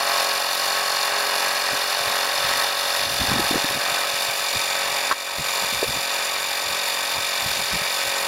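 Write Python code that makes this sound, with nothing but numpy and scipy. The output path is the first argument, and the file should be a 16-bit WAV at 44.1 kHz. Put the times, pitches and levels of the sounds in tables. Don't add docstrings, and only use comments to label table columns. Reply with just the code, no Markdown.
import sys
import numpy as np
from scipy import signal
from scipy.fft import rfft, irfft
from scipy.io import wavfile
from scipy.ndimage import uniform_filter1d, map_coordinates

SR = 44100
rng = np.random.default_rng(int(sys.argv[2]) if len(sys.argv) > 2 else 0)


def wrap_up_sound(samples):
    columns = np.atleast_2d(samples).T
    tamed = np.clip(columns, -1, 1)
    steps = np.round(tamed * 32767).astype(np.int16)
    wavfile.write(sys.argv[1], SR, steps)


N = 364707


def undb(db):
    return 10 ** (np.asarray(db) / 20)


def curve(rows, axis=1):
    rows = np.asarray(rows, float)
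    return np.interp(np.arange(N) / SR, rows[:, 0], rows[:, axis])


def unit(x):
    return x / np.sqrt(np.mean(x ** 2))


def walk(rate):
    hold = int(SR / rate)
    levels = rng.standard_normal(N // hold + 2)
    held = np.repeat(levels, hold)[rng.integers(hold):][:N]
    return unit(uniform_filter1d(uniform_filter1d(held, hold), hold))


def resonate(x, modes):
    size = 4096
    f = np.arange(1, size // 2 + 2) * SR / size
    power = 0
    for hz, width, db in modes:
        detuning = (f * f - hz * hz) / (f * width)
        power = power + undb(db) ** 2 / (1 + detuning ** 2) ** 2
    cepstrum = irfft(np.log(power + 1e-13) / 2)
    cepstrum[1:size // 2] *= 2
    cepstrum[size // 2 + 1:] = 0
    response = irfft(np.exp(rfft(cepstrum)))
    return signal.fftconvolve(x, response)[:N]


def blend(cover, covered, uncovered):
    return uncovered + cover * (covered - uncovered)


def shaded(x, modes, cover):
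    covered = resonate(x, [(hz, width, db) for hz, width, db, _ in modes])
    uncovered = resonate(x, [(hz, width, db) for hz, width, _, db in modes])
    return blend(cover, covered, uncovered)


def split(x, hz):
    low = signal.sosfiltfilt(signal.butter(3, hz, fs=SR, output="sos"), x)
    return low, x - low


def offset(turns, place):
    return (turns - place + .5) % 1 - .5


# (t/s, level/dB)
MACHINE_LEVEL = [(0, 1), (.45, -1.9), (.8, 0), (.96, -1.7), (1.1, -0.5), (1.5, 1), (1.65, -2.3), (1.75, .5),
                 (1.92, -1.7), (2.24, 0), (2.38, -2.5), (2.5, 0.6), (2.65, 0.5), (2.75, -3.5), (2.95, 0.2),
                 (3.07, -3), (3.25, 0), (3.75, -0.4), (3.9, 1.5), (4.05, 0.2), (4.6, 0.2), (5.0, 2),
                 (5.6, 0.3), (8.27, -0.1)]
TREBLE_SHARE, TREBLE_COVERED_DB, TREBLE_OPEN_DB = 0.38, -1.27, -0.64
BODY_WAVER_DB, TREBLE_WAVER_DB, WAVER_PER_S = .5, .65, 10


def compressor(rattle_db=-0.64, crossover_hz=2700):
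    cover = body_cover()
    speed, turns = crank_motion()
    machine = buzz(turns, cover) + undb(rattle_db) * rattle(turns, cover)
    machine = machine + chirps(turns, speed, cover) + valve(turns, cover)
    slap_gain = undb(blend(cover, -2, -6))
    body, treble = split(machine + slaps(turns) * slap_gain, crossover_hz)
    level_db = curve(MACHINE_LEVEL)
    body_db = level_db + BODY_WAVER_DB * walk(WAVER_PER_S)
    treble_db = TREBLE_SHARE * level_db + blend(cover, TREBLE_COVERED_DB, TREBLE_OPEN_DB)
    treble_db = treble_db + TREBLE_WAVER_DB * walk(WAVER_PER_S)
    return body * undb(body_db) + treble * undb(treble_db)


# (t/s, speed/turns per s)
CRANK_SPEED = [(0.0, 45.757), (0.2, 45.783), (1.7, 45.98), (3.3, 46.05), (4.0, 46.027), (4.5, 45.931),
               (4.9, 46.013), (5.45, 45.784), (5.8, 46.012), (6.1, 45.959), (6.4, 46.042), (7.35, 46.077),
               (7.9, 45.955), (8.27, 45.673)]
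CRANK_START, MOTOR_TEETH, CRANK_TEETH = -.258, 12, 51


def crank_motion():
    speed = curve(CRANK_SPEED)
    return speed, CRANK_START + np.cumsum(speed) / SR


# (t/s, cover 0-1)
BODY_COVER = [(0, 1), (3.2, 0.85), (4.6, 0), (8.27, 0)]


def body_cover():
    return np.clip(curve(BODY_COVER), 0, 1)


# (t/s, pull 0-1)
HOSE_PULL = [(0, 0), (1.4, 0), (2.4, 1), (2.8, 1), (3.3, 0.98), (3.9, 0.45), (4.6, 0), (8.27, 0.1)]


def hose_pull():
    return curve(HOSE_PULL)


def partial(turns, db, waver_db, waver_rate, phase_rad):
    amplitude = np.sqrt(2) * undb(db + waver_db * walk(waver_rate))
    return amplitude * np.cos(2 * np.pi * turns + phase_rad)


# (multiple of the crank rate, level covered/dB, level open/dB)
PISTON_LINES = [(3, -64.5, -78), (4, -58, -59.5), (5, -59, -61), (6, -53, -56), (7, -57, -59),
                (8, -73, -61.5), (9, -43.5, -49.5), (10, -54, -53), (11, -49, -52), (12, -38.5, -40),
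                (13, -42, -49.5), (14, -43, -46.5), (15, -35, -41.5), (16, -40.5, -46), (17, -46.5, -55),
                (18, -36, -41.5), (19, -60, -58), (21, -40, -45.5), (22, -46, -57), (23, -43.5, -60),
                (24, -37, -47), (25, -55, -47), (26, -51, -58), (27, -57, -58), (28, -39.5, -42.5),
                (30, -44, -70), (33, -54, -54), (34, -49, -67), (36, -38, -49.5), (38, -50, -54),
                (39, -51, -58), (41, -46.5, -45), (42, -45, -51.5), (53, -41, -46)]
SINGING_ORDER, SINGING_DB, SINGING_S = 24, 5, 2.9
# (multiple of the shaft rate, level covered/dB, level open/dB)
MOTOR_LINES = [(3, -39.5, -45), (9, -59, -57)]
INTAKE_PLACE, INTAKE_LENGTH, INTAKE_DB = .54, .1, -4


def buzz(turns, cover):
    knock_lag_turns, smear_rad = .018, .2
    out = 0
    singing_db = SINGING_DB * np.exp(-(np.arange(N) / SR / SINGING_S) ** 2)
    for order, covered_db, open_db in PISTON_LINES:
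        k = round(order)
        db = blend(cover, covered_db, open_db)
        if k == SINGING_ORDER:
            db = db + singing_db
        knocks = sum(undb(slap_db) * np.exp(-2j * np.pi * k * place) for place, slap_db in PISTON_SLAPS)
        phase = np.angle(knocks) + smear_rad * rng.standard_normal()
        out = out + partial(k * (turns - knock_lag_turns), db, waver_db=1.54, waver_rate=7, phase_rad=phase)
    out = out * undb(INTAKE_DB * np.exp(-(offset(turns, INTAKE_PLACE) / INTAKE_LENGTH) ** 2))
    shaft = turns * CRANK_TEETH / MOTOR_TEETH
    for order, covered_db, open_db in MOTOR_LINES:
        db = blend(cover, covered_db, open_db)
        phase = 2 * np.pi * rng.random()
        out = out + partial(round(order) * shaft, db, waver_db=1.0, waver_rate=9.4, phase_rad=phase)
    return out


# (upper f/Hz, load swing/dB,
# place of full swing/turns, valve spit/dB, spit place/turns); a negative swing is softest at its place
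STROKE_DRIVE = [(1100, -1, 0.075, 1.5, 0.25), (1990, -2.5, 0.11, 5.5, 0.276), (3100, 1.5, 0.96, 6, 0.33),
                (5200, 1, .03, 0, 0.29), (9200, 3, 0.85, 7, 0.25), (20000, 1.5, 0.06, 2, 0.29)]
# (f/Hz, width/Hz, density level covered/dB re 1 per Hz,
# density level open/dB re 1 per Hz)
HOUSING_MODES = [(617, 427, -64, -67.5), (805, 88, -55.5, -60.5), (934, 69, -56, -57.5),
                 (1106, 238, -55.5, -60), (1297, 91, -56.5, -61), (1541, 81, -54.5, -58),
                 (1810, 460, -57.5, -62.5), (2378, 430, -58.5, -57.5), (2832, 520, -59.5, -63),
                 (3577, 350, -57.5, -58.5), (3800, 150, -58.5, -60.5), (4275, 460, -58.5, -62),
                 (4870, 430, -61, -62.5), (5250, 155, -56.5, -63.5), (5870, 1160, -64, -67),
                 (6960, 380, -69, -66), (7440, 190, -64, -64.5), (9920, 4900, -69.5, -70.5),
                 (11040, 2000, -68.5, -72.5), (14500, 890, -72.5, -72.5), (15620, 730, -80, -84)]


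def rattle(turns, cover, spit_length=0.05, flicker_db=1.0):
    rest = gears(turns) * np.sqrt(SR / 2)
    drive = 0
    for top_hz, load_db, load_place, spit_db, spit_place in STROKE_DRIVE:
        band, rest = split(rest, min(top_hz, SR * .45))
        load = load_db * np.cos(2 * np.pi * (turns - load_place))
        spit = spit_db * np.exp(-(offset(turns, spit_place) / spit_length) ** 2)
        drive = drive + band * unit(undb(load + spit + flicker_db * walk(60)))
    return shaded(drive, HOUSING_MODES, cover)


def gears(turns, mesh_db=-7, air_db=-1, backlash_teeth=.45, slip_turns=0.0012):
    tooth_count = np.floor(turns * CRANK_TEETH + backlash_teeth * walk(1500))
    clacks = (np.diff(tooth_count, prepend=0) > 0) * rng.standard_normal(N)
    period = MOTOR_TEETH // np.gcd(MOTOR_TEETH, CRANK_TEETH)
    faces = rng.standard_normal(size=3600)
    angle = (turns + slip_turns * walk(30)) / period % 1
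    scrape = map_coordinates(faces, [angle * len(faces)], order=3, mode="grid-wrap")
    air = rng.standard_normal(N)
    return unit(unit(clacks) + undb(mesh_db) * unit(scrape) + undb(air_db) * air)


# (f/Hz, place/turns, length/turns, level covered/dB,
# level open/dB, change at full pull on the hose/dB)
SEAL_CHIRPS = [(1250, .28, 0.083, -47, -47, 7.5), (1570, .58, 0.05, -48, -52, 8),
               (1890, .26, 0.065, -51, -56, 14), (1910, 0.0798, 0.077, -60, -44, 2),
               (2398, 0.842, 0.08, -57, -36.5, 4), (2850, 0.81, 0.096, -44, -50, -2.5),
               (3460, .81, 0.027, -50, -44, 10.5), (3670, .25, .04, -47, -43.5, 6),
               (3583, 0.0192, 0.059, -45.5, -39, 8.5), (5210, .28, 0.051, -45, -45.5, 0),
               (7043, .91, 0.087, -40, -38.5, -4.5)]


def chirps(turns, speed, cover, slip_rad=0.3, scatter_db=1.6, drift_db=.9, detune=0.0042):
    out, pull = 0, hose_pull()
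    for hz, place, length, covered_db, open_db, pull_db in SEAL_CHIRPS:
        lag = offset(turns, place)
        stroke = np.floor(turns - place + .5).astype(int) + 2
        slip, size, bend = rng.standard_normal((N // 100, 3))[stroke].T
        pitch = hz * (1 + detune * bend)
        tone = np.sin(2 * np.pi * pitch * lag / speed + slip_rad * slip)
        envelope = np.exp(-.5 * (lag / length) ** 2)
        burst = unit(tone * envelope * undb(scatter_db * size + drift_db * walk(3.86)))
        out = out + burst * undb(blend(cover, covered_db, open_db) + pull * pull_db)
    return out


def taps(turns, places, jitter_turns, scatter_db):
    angle, width_turns = turns + jitter_turns * walk(50), .0012
    out = 0
    for place, db in places:
        pulse = np.exp(-(offset(angle, place) / width_turns) ** 2)
        out = out + undb(db) * unit(pulse * undb(scatter_db * walk(70)))
    return out


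# (place/turns, relative level covered/dB, relative level open/dB)
VALVE_SNAPS = [(.925, -12, -2), (.985, 0, 0), (.0255, -8, -9), (.0814, -7, -10), (.1118, -2, -3)]
# (f/Hz, width/Hz, relative level covered/dB, relative level open/dB)
VALVE_RING = [(4343, 165, 9, 2.5), (4500, 1100, -1.5, -4), (4750, 88, 8, 6), (5440, 1250, -7.5, -10.5)]


def valve(turns, cover, valve_db=-32.0, pull_db=-1.5):
    snaps = [(place, blend(cover, covered_db, open_db)) for place, covered_db, open_db in VALVE_SNAPS]
    struck = taps(turns, snaps, jitter_turns=.001, scatter_db=1.8)
    ring = unit(shaded(struck, VALVE_RING, cover))
    return undb(valve_db + pull_db * hose_pull()) * ring


# (place/turns, relative level/dB)
PISTON_SLAPS = [(.175, -37), (.825, -40)]
# (f/Hz, width/Hz, relative level/dB)
SLAP_RING = [(660, 190, 1), (866, 300, 0), (1116, 158, 4.5), (1720, 390, -0.5)]


def slaps(turns, slap_db=-34):
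    struck = taps(turns, PISTON_SLAPS, jitter_turns=.008, scatter_db=1.4)
    return undb(slap_db) * unit(resonate(struck, SLAP_RING))


def add(out, s, sound):
    start = min(int(s * SR), N - 1)
    out[start:start + len(sound)] += sound[:N - start]


# (t/s, level/dB, hardness/dB)
PLASTIC_KNOCKS = [(5.1127, 3, -21), (5.1203, -9, -14), (5.1253, -5, -4), (5.134, -9, -20)]
# (f/Hz, relative level/dB, 60 dB decay time/s)
KNOCK_RING = [(600, -24, .04), (1110, -13, .045), (1290, -6, .013), (1560, -16, .035), (2600, -22, .006)]


def plastic_knock(contact_s=.0004, crack_s=.0012):
    out, t = np.zeros(N), np.arange(SR // 10) / SR
    ring = sum(undb(db - 60 * t / t60) * np.sin(2 * np.pi * hz * t) for hz, db, t60 in KNOCK_RING)
    onset = 1 - np.exp(-t / contact_s)
    for s, db, hard_db in PLASTIC_KNOCKS:
        noise = uniform_filter1d(rng.standard_normal(len(t)), size=4)
        crack = undb(hard_db) * np.exp(-t / crack_s) * noise
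        add(out, s, undb(db) * (ring + crack) * onset)
    return out


def thump(t, hz, length):
    return t / length * np.exp(1 - t / length) * np.sin(2 * np.pi * hz * t)


# (t/s, envelope peak level/dB, f/Hz, time to the envelope peak/s)
HANDLING_BUMPS = [(1.722, -35, 146, 0.0075), (1.728, -34, 273, 0.006), (2.004, -38, 130, 0.0045),
                  (2.072, -37, 110, .005), (2.105, -42, 190, .004), (2.446, -35, 150, 0.0027),
                  (3.217, -21, 228, 0.0027), (3.237, -26, 260, .002), (3.284, -26, 110, .005),
                  (3.315, -16, 228, 0.0016), (3.323, -21, 160, .005), (3.336, -25, 285, .005),
                  (3.356, -22, 238, 0.0053), (3.3955, -14, 337, 0.0015), (3.404, -25, 290, .002),
                  (3.51, -14, 307, .0016), (3.53, -22, 290, .002), (3.544, -16.5, 480, .0015),
                  (3.556, -15, 306, .0022), (3.565, -19, 402, 0.0017), (3.578, -27, 328, .002),
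                  (3.644, -19, 278, 0.0014), (3.651, -27, 290, 0.0013), (3.708, -31, 330, .003),
                  (3.746, -30, 270, .002), (3.77, -29, 250, 0.0016), (3.917, -35, 150, .004),
                  (4.135, -40, 140, .004), (4.285, -36, 130, .005), (4.562, -32, 115, .005),
                  (5.392, -31, 149, 0.006), (5.634, -39, 181, .004), (5.725, -30, 220, .003),
                  (5.8258, -17.5, 660, 0.0016), (5.828, -12.5, 430, 0.002), (5.841, -19, 476, 0.0023),
                  (5.892, -24, 135, 0.0032), (5.96, -35, 130, 0.004), (6.668, -40, 120, .004),
                  (6.716, -44, 129, .004), (7.18, -34, 109, .006), (7.46, -29, 138, 0.0028),
                  (7.592, -38, 170, 0.0057), (7.735, -24, 180, 0.0034), (7.815, -28, 170, 0.0025),
                  (8.06, -46, 98, .005)]
OVERTONE_RATIO, OVERTONE_DB = 1.8, -9


def bumps():
    out, t = np.zeros(N), np.arange(SR // 10) / SR
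    for s, db, hz, length in HANDLING_BUMPS:
        overtone = undb(OVERTONE_DB) * thump(t, OVERTONE_RATIO * hz, length / 2)
        add(out, s, undb(db) * (thump(t, hz, length) + overtone))
    return out


# (f/Hz, width/Hz, relative level/dB)
RUMBLE_COLOUR = [(71.6, 60, -1.5), (130, 150, 1), (290, 300, -7.5)]
# (t of the peak/s, length/s, peak level/dB)
MICROPHONE_BUFFETS = [(1.735, .04, -49), (2.07, 0.13, -47), (2.52, 0.28, -47), (3.1, 0.24, -41),
                      (3.22, 0.045, -31), (3.363, 0.17, -30.5), (3.556, 0.07, -35), (3.715, .04, -37),
                      (3.77, .04, -37), (3.9, .06, -48), (4.18, .08, -51), (4.565, .04, -36),
                      (4.92, .12, -49), (5.4, 0.037, -32), (5.637, 0.032, -38), (5.766, .08, -42),
                      (5.894, 0.045, -32.5), (5.967, .06, -38), (6.71, 0.11, -48), (7.18, 0.11, -48),
                      (7.484, 0.12, -41), (7.61, 0.083, -42), (7.75, 0.052, -35), (8.07, .05, -40)]
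LULL_START_S, LULL_DB, LULL_SWING_DB, LULL_PER_S = 1.7, -60.5, 0.5, 5.8
AIR_DB = -59


def rumble(flutter_db=2, steadiness=.5):
    t = np.arange(N) / SR
    eddies = resonate(rng.standard_normal(N), RUMBLE_COLOUR)
    strength = np.sqrt(uniform_filter1d(eddies ** 2, size=1500))
    eddies = eddies / strength ** steadiness * undb(flutter_db * walk(60))
    buffets = sum(undb(db) * np.exp(-(2 * (t - s) / length) ** 2) for s, length, db in MICROPHONE_BUFFETS)
    lull = (t > LULL_START_S) * undb(LULL_DB + LULL_SWING_DB * walk(LULL_PER_S))
    return unit(eddies) * np.sqrt(buffets ** 2 + lull ** 2 + undb(AIR_DB) ** 2)


def scene():
    return (compressor() + plastic_knock() + bumps() + rumble())[None]


THRESHOLD_DB, DEEPEST_DB, RELEASE_DB_PER_S, REACTION_S = -15, 8.3, 23, .02
TOP_HZ = 15750


def record(dry):
    x, t = dry[0], np.arange(N) / SR
    level_db = 10 * np.log10(np.abs(uniform_filter1d(x * x, size=100)) + 1e-12)
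    over_db = np.clip(2 * (level_db - THRESHOLD_DB), 0, DEEPEST_DB)
    release_db = RELEASE_DB_PER_S * t
    held_db = np.maximum.accumulate(over_db + release_db) - release_db
    duck_db = uniform_filter1d(np.interp(t - REACTION_S, t, held_db), size=500)
    lowpass = signal.ellip(10, .2, 80, TOP_HZ, fs=SR, output="sos")
    return signal.sosfilt(lowpass, dry * undb(-duck_db))


dry = scene()
out = record(dry)
wrap_up_sound(out)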